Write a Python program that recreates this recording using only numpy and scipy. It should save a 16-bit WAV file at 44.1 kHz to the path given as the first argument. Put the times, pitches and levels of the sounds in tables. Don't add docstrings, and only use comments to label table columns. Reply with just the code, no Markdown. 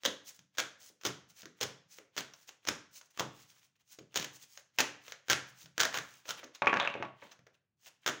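import sys
import numpy as np
from scipy import signal
from scipy.fft import rfft, irfft
from scipy.io import wavfile
from scipy.ndimage import uniform_filter1d

SR = 44100
rng = np.random.default_rng(int(sys.argv[2]) if len(sys.argv) > 2 else 0)


def to_wav(s):
    ch = np.atleast_2d(s).T
    pcm = np.round(np.clip(ch, -1, 1) * 32767)
    wavfile.write(sys.argv[1], SR, pcm.astype(np.int16))


N = 361619
TIME = np.arange(N) / SR

# edge landing in seconds, brush lead in ms,
# brush level in dB, edge level in dB, fall time in ms, flat level in dB, extra bass in dB, extra treble in dB,
# trail in ms, palm thump in dB, air pocket in Hz, its boost in dB, card flex in Hz, its boost in dB.
STROKES = [(0.0514, 16.4, -34.5, -24.5, 7, -26, -3.5, -1, 8.9, -50.5, 543, 7, 3340, 5),
           (.583, 10.5, -41.5, -26, 16.6, -30.5, -3.5, 1.5, 12.1, -52, 370, 3, 1730, 4),
           (1.0511, 16, -39.5, -26, 12, -30.5, -0.5, 0, 28.7, -40.5, 358, 3.5, 990, 2),
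           (1.611, 4.3, -43, -28, 18, -29.5, -5, 0.5, 8.4, -42, 497, 9, 5040, -0.5),
           (2.178, 12.1, -32.5, -29.5, 8.9, -36.5, -3.5, 0.5, 21, -50.5, 373, 2.5, 3300, 0.5),
           (2.673, 21.2, -39, -30.5, 12.5, -24, -1.5, -3.5, 4.8, -46.5, 490, 1, 5500, 6.5),
           (3.195, 20.5, -37, -28.5, 2.5, -35, 2.5, 0.5, 10, -38.5, 443.5, -4, 1140, 9.5),
           (4.158, 15, -39.5, -26.5, 14.3, -31, -1.5, 2.5, 75, -42.5, 463, 3, 2300, 4),
           (4.7861, 8.3, -52.5, -21, 17.4, -21.5, -2, -1, 16, -63.5, 900, 6, 2540, 10),
           (5.2988, 15, -32.5, -18, 15, -26, -3.5, -2, 19, -40.5, 310, -2.5, 1510, 8),
           (5.8019, 22.3, -23.5, -20, 8.5, -25.5, -4.5, 0.5, 42, -52.5, 670, 7, 1520, 7.5),
           (5.9425, 15, -32, -25, 30, -28.5, -8, -6.5, 20, -48.5, 920, 0, 1640, -2),
           (6.29, 8.5, -42.5, -34.5, 16.5, -37, -2.5, 2, 10, -65, 940, 9, 1360, 8.5),
           (8.062, 17, -59, -24, 13.3, -24.5, -1.5, -4, 20, -54, 399.3, 5.5, 1530, 4.5)]
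# (length ms, extra bass dB, extra treble dB)
BRUSH, EDGE, FLAT, STRAGGLER = (1.1, -1.5, -1.3), (2.37, 0, 0.59), (3.97, -1.2, 3.2), (3.1, -1.4, 0)
RIFFLE_DB, SCUFF_DB = -7.5, -8
RIFFLE_THINNING_DB_PER_MS, SCUFF_MS = 0.07, 7
STRAGGLER_MS, STRAGGLER_DB, TRAIL_LOSS_DB = 11, -3.5, 3
THUMP_HZ, THUMP_LAG_S = 140, 0.006
SWISH_LEAD_S, SWISH_RISE_S, SWISH_DB = 0.022, 0.021, -70.5
STOP_S, STOP_SHARE = 0.005, 0.32
CATCH_COUNT, CATCH_DB, CATCH_TILT_DB = 3, -9.5, 8
FLEX_DB, FLEX_SPACING_HZ = 2.7, 300
KNOCK_BOOST_DB, BOUNCE_S, BOUNCE_DB = 10.5, 0.025, -12.5
LOW_CUT_HZ, CUTOFF_HZ = 81, 15900


def from_db(db):
    return 10 ** (np.asarray(db) / 20)


def rms_one(x):
    return x / np.sqrt(np.mean(x ** 2) + 1e-20)


def at_hz(points, hz, axis=1):
    points = np.array(points, float)
    return np.interp(np.log(hz + 1), np.log(points[:, 0]), points[:, axis])


def add(out, s, sound):
    start = max(round(s * SR), 0)
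    out[start:start + len(sound)] += sound[:N - start]


def response(colour, shape=1, size=2048):
    hz = np.arange(size // 2 + 1) * SR / size
    spectrum = rms_one(from_db(at_hz(colour, hz))) * shape
    cepstrum = irfft(np.log(spectrum))
    cepstrum[1:size // 2] *= 2
    cepstrum[size // 2 + 1:] = 0
    return irfft(np.exp(rfft(cepstrum)))


def through(x, impulse):
    return signal.oaconvolve(x, impulse)[:N]


def ring(x, modes):
    out = np.zeros(len(x))
    for k, (hz, db, t60) in enumerate(modes):
        radius = from_db(-60 / (t60 * SR))
        w = 2 * np.pi * hz / SR
        mode = signal.lfilter([0, np.sin(w)], [1, -2 * radius * np.cos(w), radius ** 2], x + 1e-18)
        out += (-1) ** k * from_db(db) * mode
    return out


def fading(power, t60):
    keep = np.exp(-np.log(1e6) / (t60 * SR))
    return signal.lfilter([1 - keep], [1, -keep], power + 1e-18)


def faint_air():
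    # frequency in Hz, relative level in dB.
    air_colour = [(30, -3.5), (130, 15.5), (500, -7.5), (3000, -19), (16000, -32)]
    return from_db(-86.5) * through(rng.standard_normal(N), response(air_colour))


def room(x, build_s, early_share, early_t60, count=40):
    # frequency in Hz, level in dB against the driving sound, t60 in seconds.
    reverberation = [(60, -5, 0.46), (127, 1, 1), (293, 3, 0.35), (740, -1.5, 0.47), (1580, -2.5, 0.51),
                     (3570, -6, 0.46), (6260, -7, 0.41), (10000, -4, 0.13), (15500, -15.5, 0.063)]
    # frequency in Hz, drive gain in dB, t60 in seconds.
    standing_waves = [(132, -56, 0.5), (154, -58.5, 0.29), (185, -67, 0.29), (294, -53, 0.42)]
    edges = np.linspace(np.cbrt(70), np.cbrt(16200), count + 1) ** 3
    white = rng.standard_normal((2, N))
    out = ring(x, standing_waves)
    for k, (low, high) in enumerate(zip(edges, edges[1:])):
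        band = signal.butter(2, [low, high], "band", fs=SR, output="sos")
        centre = np.sqrt(low * high)
        arriving = fading(signal.sosfilt(band, x + 1e-9 * white[0]) ** 2, build_s)
        near = early_share * fading(arriving, early_t60)
        walls = (1 - early_share) * fading(arriving, at_hz(reverberation, centre, axis=2))
        wash = rms_one(signal.sosfilt(band, white[k % 2]))
        out += from_db(at_hz(reverberation, centre)) * np.sqrt(near + walls) * wash
    return out


def friction(colour, grain_db, catches_per_s):
    grip = np.interp(TIME * catches_per_s, np.arange(N), rng.standard_normal(N))
    return through(rms_one(rng.standard_normal(N) * from_db(grain_db * grip)), response(colour))


def slide_motions():
    # one slide in seconds, its rise in seconds, its hiss in dB, another slide in seconds,
    # its rise in seconds, its hiss in dB, edge rub against hiss in dB.
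    slide_pairs = [(0.29, 0.027, -46.5, .36, 0.019, -60.5, -18.5),
                   (0.824, 0.025, -61.5, .875, 0.05, -54, -14.5),
                   (1.308, 0.018, -60, 1.40, 0.039, -55.5, -9),
                   (1.936, 0.031, -55, 1.979, .018, -56.5, -11.5),
                   (2.425, 0.073, -64, 2.487, 0.012, -51.5, -9),
                   (2.975, 0.036, -49.5, 3.06, 0.016, -67.5, -17),
                   (3.111, 0.007, -65, 3.16, 0.029, -72, -5), (3.422, 0.082, -61, 3.51, .035, -63.5, -6.5),
                   (3.58, 0.051, -67.5, 3.65, .04, -67, -5.5), (3.762, 0.007, -77, 3.812, 0.015, -73.5, 0),
                   (3.937, 0.023, -54, 3.91, 0.035, -63.5, -13.5),
                   (4.358, 0.027, -52.5, 4.432, 0.029, -53, -15.5),
                   (4.554, 0.068, -59, 4.60, .018, -63, -15),
                   (5.069, .042, -61.5, 5.11, 0.032, -57.5, -3.5),
                   (5.495, 0.022, -58.5, 5.625, 0.057, -55, -10),
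                   (6.15, 0.18, -62, 6.305, 0.028, -46.5, -6), (6.39, 0.02, -56, 6.556, 0.013, -61.5, 5),
                   (7.254, 0.064, -68.5, 7.32, 0.031, -69, 5), (7.473, .012, -85.5, 7.549, 0.011, -73, 2),
                   (7.85, 0.042, -67, 7.877, 0.019, -52.5, -8.5)]
    rows = [(s - SWISH_LEAD_S, SWISH_RISE_S, SWISH_DB, SWISH_DB) for s, *_ in STROKES]
    for one_s, one_rise_s, one_db, other_s, other_rise_s, other_db, rub_db in slide_pairs:
        rows.append((one_s, one_rise_s, one_db, one_db + rub_db))
        rows.append((other_s, other_rise_s, other_db, other_db + rub_db))
    return rows


def slides(hiss_db, rub_db):
    # frequency in Hz, relative level in dB.
    hiss_colour = [(100, -30), (1500, -17), (4500, -5), (6500, 1), (8000, -9), (10000, -13), (13400, -21),
                   (15000, -3), (15700, -2), (16500, -14)]
    rub_colour = [(60, -10), (200, -8), (800, -2.5), (1500, 0.5), (3200, 5), (6000, -12.5), (16000, -48)]
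    hiss, rub = np.zeros(N), np.zeros(N)
    for s, rise_s, hiss_level, rub_level in slide_motions():
        fall_s = STOP_S + STOP_SHARE * rise_s
        on = np.abs(TIME - s) < 3 * max(rise_s, fall_s)
        t = TIME[on] - s
        speed = np.exp(-(t / np.where(t < 0, rise_s, fall_s)) ** 2)
        hiss[on] += speed * from_db(hiss_level + hiss_db)
        rub[on] += speed * from_db(rub_level + rub_db)
    faces = hiss * friction(hiss_colour, grain_db=3, catches_per_s=450)
    edges = rub * friction(rub_colour, grain_db=5, catches_per_s=450)
    return faces + edges


def thumps():
    rows = []
    for s, _, _, _, fall_ms, _, _, _, _, thump_db, *_ in STROKES:
        rows.append((s + fall_ms / 1000 + THUMP_LAG_S, thump_db, THUMP_HZ))
    return rows


def bumps(cycles, size=4096):
    # start in seconds, undamped level in dB, pitch in Hz.
    regrips = [(.39, -58, 170), (.901, -54, 480), (1.431, -50.5, 200), (1.457, -42, 388),
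               (3.987, -41.5, 417), (4.011, -50, 159), (5.082, -50, 560), (5.642, -51, 150),
               (7.223, -52, 200.5), (7.392, -55.5, 150)]
    out, t = np.zeros(N), np.arange(size) / SR
    for s, db, hz in list(regrips) + thumps():
        add(out, s, from_db(db) * np.sin(2 * np.pi * hz * t) * np.exp(-hz * t / cycles))
    return out


def hollow_db(hollows, hz, width):
    return sum(db / (1 + ((hz / centre - 1) / width) ** 2) for centre, db in hollows)


def contacts(rows, colour, grain_db, attack_share, sag_db, settle_ms, size=2048):
    out = np.zeros(N)
    ms = np.arange(size) * 1000 / SR
    hz = np.arange(size // 2 + 1) * SR / size
    for s, length_ms, bass_db, middle_db, treble_db, hollows in rows:
        done = np.minimum(ms / length_ms, 1)
        build = 1 - np.exp(-done / attack_share)
        settle = np.exp(-np.maximum(ms - length_ms, 0) / settle_ms)
        force = build * from_db(-sag_db * done) * settle
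        impacts = force * rng.standard_normal(size) * from_db(grain_db * rng.standard_normal(size))
        spread = np.sqrt(uniform_filter1d(np.abs(rfft(impacts)) ** 2, size=15) + 1e-12)
        flex_db = FLEX_DB * np.interp(hz / FLEX_SPACING_HZ, np.arange(size), rng.standard_normal(size))
        level_db = at_hz([(400, bass_db), (900, middle_db), (2000, middle_db), (3800, treble_db)], hz)
        shape_db = level_db + flex_db + hollow_db(hollows, hz, width=0.081)
        body = response(colour, from_db(shape_db) / spread)
        add(out, s, np.sqrt(length_ms * SR / 1000) * signal.fftconvolve(impacts, body))
    return out


def tick_contacts(catch_ms, scatter_db):
    # start in seconds, length in ms, level in dB, tilt towards treble in dB.
    clear_catches = [(.3914, 3.2, -55, 7), (1.012, 4.8, -53.5, 5), (1.4186, 3.1, -56, 16.5),
                     (1.4305, 6.4, -50, -1), (1.4561, 1.3, -41.5, 7), (1.985, 3.1, -42, -1),
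                     (2.336, 5.4, -52.5, 6.5), (2.4912, 2.6, -42.5, 4), (3.0127, 3.1, -50.5, 4),
                     (3.5015, 3.1, -67.5, 17), (3.9867, 7.4, -53, 7), (4.5744, 2.8, -46, 8),
                     (5.0805, 2.1, -41, 2), (5.1215, 1.1, -32.5, 3.5), (5.6139, 1.3, -62, 17),
                     (5.6582, 5, -53, 7), (6.2541, 8.6, -50, -1.5), (6.4306, 8.6, -46.5, -7.5),
                     (6.4395, 6.8, -50, 7.5), (6.5472, 12, -58, 13.5), (7.3132, 20, -56.5, 4.5),
                     (7.3911, 2.8, -56, -4), (7.4664, 6.2, -54.5, -3)]
    catches = list(clear_catches)
    for s, rise_s, hiss_db, _ in slide_motions():
        for when, luck in rng.uniform(-0.62, 1, size=(CATCH_COUNT, 2)):
            db = hiss_db + CATCH_DB + scatter_db * luck
            catches.append((s + when * rise_s, catch_ms, db, CATCH_TILT_DB))
    return [(s, ms, db - tilt_db, db, db + tilt_db, []) for s, ms, db, tilt_db in catches]


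def settling():
    # time in seconds, level in dB before the mix gain.
    chatter = [(6.78, -75), (6.805, -33.5), (6.85, -38.5), (6.9, -54.5), (6.97, -63), (7.052, -60.5),
               (7.1, -71)]
    # frequency in Hz, relative level in dB.
    chatter_colour = [(100, -22), (700, 8.5), (1150, 12), (2000, 4.5), (3800, 6), (4800, -28),
                      (7000, -27.5), (9000, -50.5), (16000, -60)]
    s, db = np.transpose(chatter)
    level = from_db(np.interp(TIME, s, db, left=-np.inf, right=-np.inf))
    return level * friction(chatter_colour, grain_db=5.5, catches_per_s=700)


def knock_contacts():
    # start in seconds, length in ms, level in dB, tilt towards treble in dB, card flex in Hz.
    drops = [(6.62, 4.5, -22, -0.5, 610), (6.659, 1.9, -52, 29, 2440), (6.67, 7.2, -18.5, -0.5, 2430),
             (6.7283, 7.8, -24, -3, 1660), (6.74, 1.7, -23, 6.5, 1710), (6.762, 2.2, -35, 9.5, 2450),
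             (6.77, 3, -22.5, 4.5, 1650), (6.7991, 4.5, -25, 9, 3650), (6.8495, 1.3, -27.5, 5, 1670),
             (6.8745, 3.8, -26.5, 6, 2690), (6.94, 3.6, -34.5, 4, 2500), (6.953, 1.07, -30, -7.5, 870),
             (7.0, 23, -45.5, -8.5, 635), (7.0248, 5.3, -30.5, 2.5, 686), (7.221, 19, -50.5, -3, 890)]
    rows = []
    for s, ms, drop_db, tilt_db, flex_hz in drops:
        for late_s, loss_db in ((0, 0), (BOUNCE_S, BOUNCE_DB)):
            db = drop_db + loss_db
            rows.append((s + late_s, ms, db - tilt_db, db, db + tilt_db, [(flex_hz, KNOCK_BOOST_DB)]))
    return rows


def table_top(knocks):
    # frequency in Hz, relative drive gain in dB, t60 in seconds.
    table_modes = [(197.3, -31.5, 0.33), (404, -15, 0.075), (571, -15, 0.2), (658, -37, 0.37),
                   (1003, -20.5, 0.22), (1117, -17, 0.37), (1160, -22.5, 0.32), (1148, -27.5, 0.073),
                   (1570, -27.5, 0.18), (2140, -14, 0.056), (2570, -12, 0.025)]
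    return from_db(-30) * ring(knocks, table_modes)


def claps(rebound, size=512):
    # spike centre in seconds, spike level in dB before suction, width in ms.
    closings = [(0.5959, -14.5, 0.11), (2.1645, -50, 0.3), (2.6882, -19.5, 0.047), (3.2061, -19.5, 0.36),
                (4.1685, -33, 0.069), (5.3318, -7, 0.1), (5.809, -28.5, 0.14), (5.841, -30.5, .12)]
    out = np.zeros(N)
    ms = (np.arange(size) - size // 2) * 1000 / SR
    for s, db, width_ms in closings:
        u = 2 * ms / width_ms
        suction = rebound * np.exp(-(rebound * u - 1) ** 2)
        add(out, s - size / 2 / SR, from_db(db) * (np.exp(-u ** 2) - suction))
    return out


def stroke_contacts(scatter_db):
    rows = []
    for (s, lead_ms, brush_db, edge_db, fall_ms, flat_db, bass_db, treble_db,
         trail_ms, _, air_hz, air_db, flex_hz, flex_db) in STROKES:
        flat_s = s + fall_ms / 1000
        riffle_db = edge_db + RIFFLE_DB - RIFFLE_THINNING_DB_PER_MS * fall_ms
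        phases = [(s - lead_ms / 1000, brush_db, BRUSH),
                  (s - SCUFF_MS / 1000, brush_db + SCUFF_DB, (SCUFF_MS, 0, 0)),
                  (s, edge_db, EDGE),
                  (s, riffle_db, (fall_ms, 0, 0)),
                  (flat_s, flat_db, FLAT)]
        for k, (early, luck) in enumerate(rng.uniform(-1, 1, size=(8, 2))):
            late_ms = STRAGGLER_MS * (k + 1 + early / 2)
            if late_ms < trail_ms:
                db = flat_db + STRAGGLER_DB - TRAIL_LOSS_DB * late_ms / trail_ms + scatter_db * luck
                phases.append((flat_s + late_ms / 1000, db, STRAGGLER))
        hollows = [(air_hz, air_db), (flex_hz, flex_db)]
        for when, db, (ms, low_db, high_db) in phases:
            rows.append((when, ms, db + bass_db + low_db, db, db + treble_db + high_db, hollows))
    return rows


def scene():
    # frequency in Hz, relative level in dB.
    slap_colour = [(60, -10.5), (120, -10.5), (250, -5.5), (500, -2.5), (900, -8.5), (1600, -2),
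                   (2500, -6.5), (3300, -2.5), (4500, -8), (6600, -3.5), (7800, -19.5), (13200, -31.5),
                   (15300, -10), (16500, -33)]
    tick_colour = [(60, -14.5), (250, -17), (500, 2.5), (900, -4), (1600, 1.5), (2500, -2), (4500, -9),
                   (6600, -4), (7800, -29), (13200, -35), (15300, -13.5), (16500, -26)]
    knock_colour = [(60, -17), (120, -3.5), (200, -3.5), (500, -3.5), (900, 3), (1600, -0.5), (2700, -4.5),
                    (4500, -24.5), (6500, -24.5), (8000, -49), (13000, -60), (15300, -46), (16500, -71)]
    slaps = from_db(-1.29) * contacts(stroke_contacts(scatter_db=7), slap_colour, grain_db=2.5,
                                      attack_share=0.14, sag_db=5.0, settle_ms=1.0)
    ticks = from_db(-3.0) * contacts(tick_contacts(catch_ms=1.4, scatter_db=1.5), tick_colour, grain_db=3.5,
                                     attack_share=0.15, sag_db=13.0, settle_ms=1.0)
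    knocks = from_db(-3.47) * contacts(knock_contacts(), knock_colour, grain_db=5,
                                       attack_share=0.024, sag_db=13.5, settle_ms=1.9)
    table = knocks + from_db(2.5) * settling()
    table_ring = table_top(knocks)
    hands = slaps + ticks + claps(rebound=0.45) + bumps(cycles=1.1) + slides(hiss_db=-2.5, rub_db=1.0)
    air = faint_air()
    echo = room(hands + from_db(-2.5) * table, build_s=0.25, early_share=0.85, early_t60=0.012)
    return (hands + table + table_ring + echo + air)[None]


def record(dry):
    thin = signal.sosfilt(signal.butter(2, LOW_CUT_HZ, "high", fs=SR, output="sos"), dry)
    return signal.sosfilt(signal.ellip(10, 0.3, 70, CUTOFF_HZ, fs=SR, output="sos"), thin)


dry = scene()
out = record(dry)
to_wav(out)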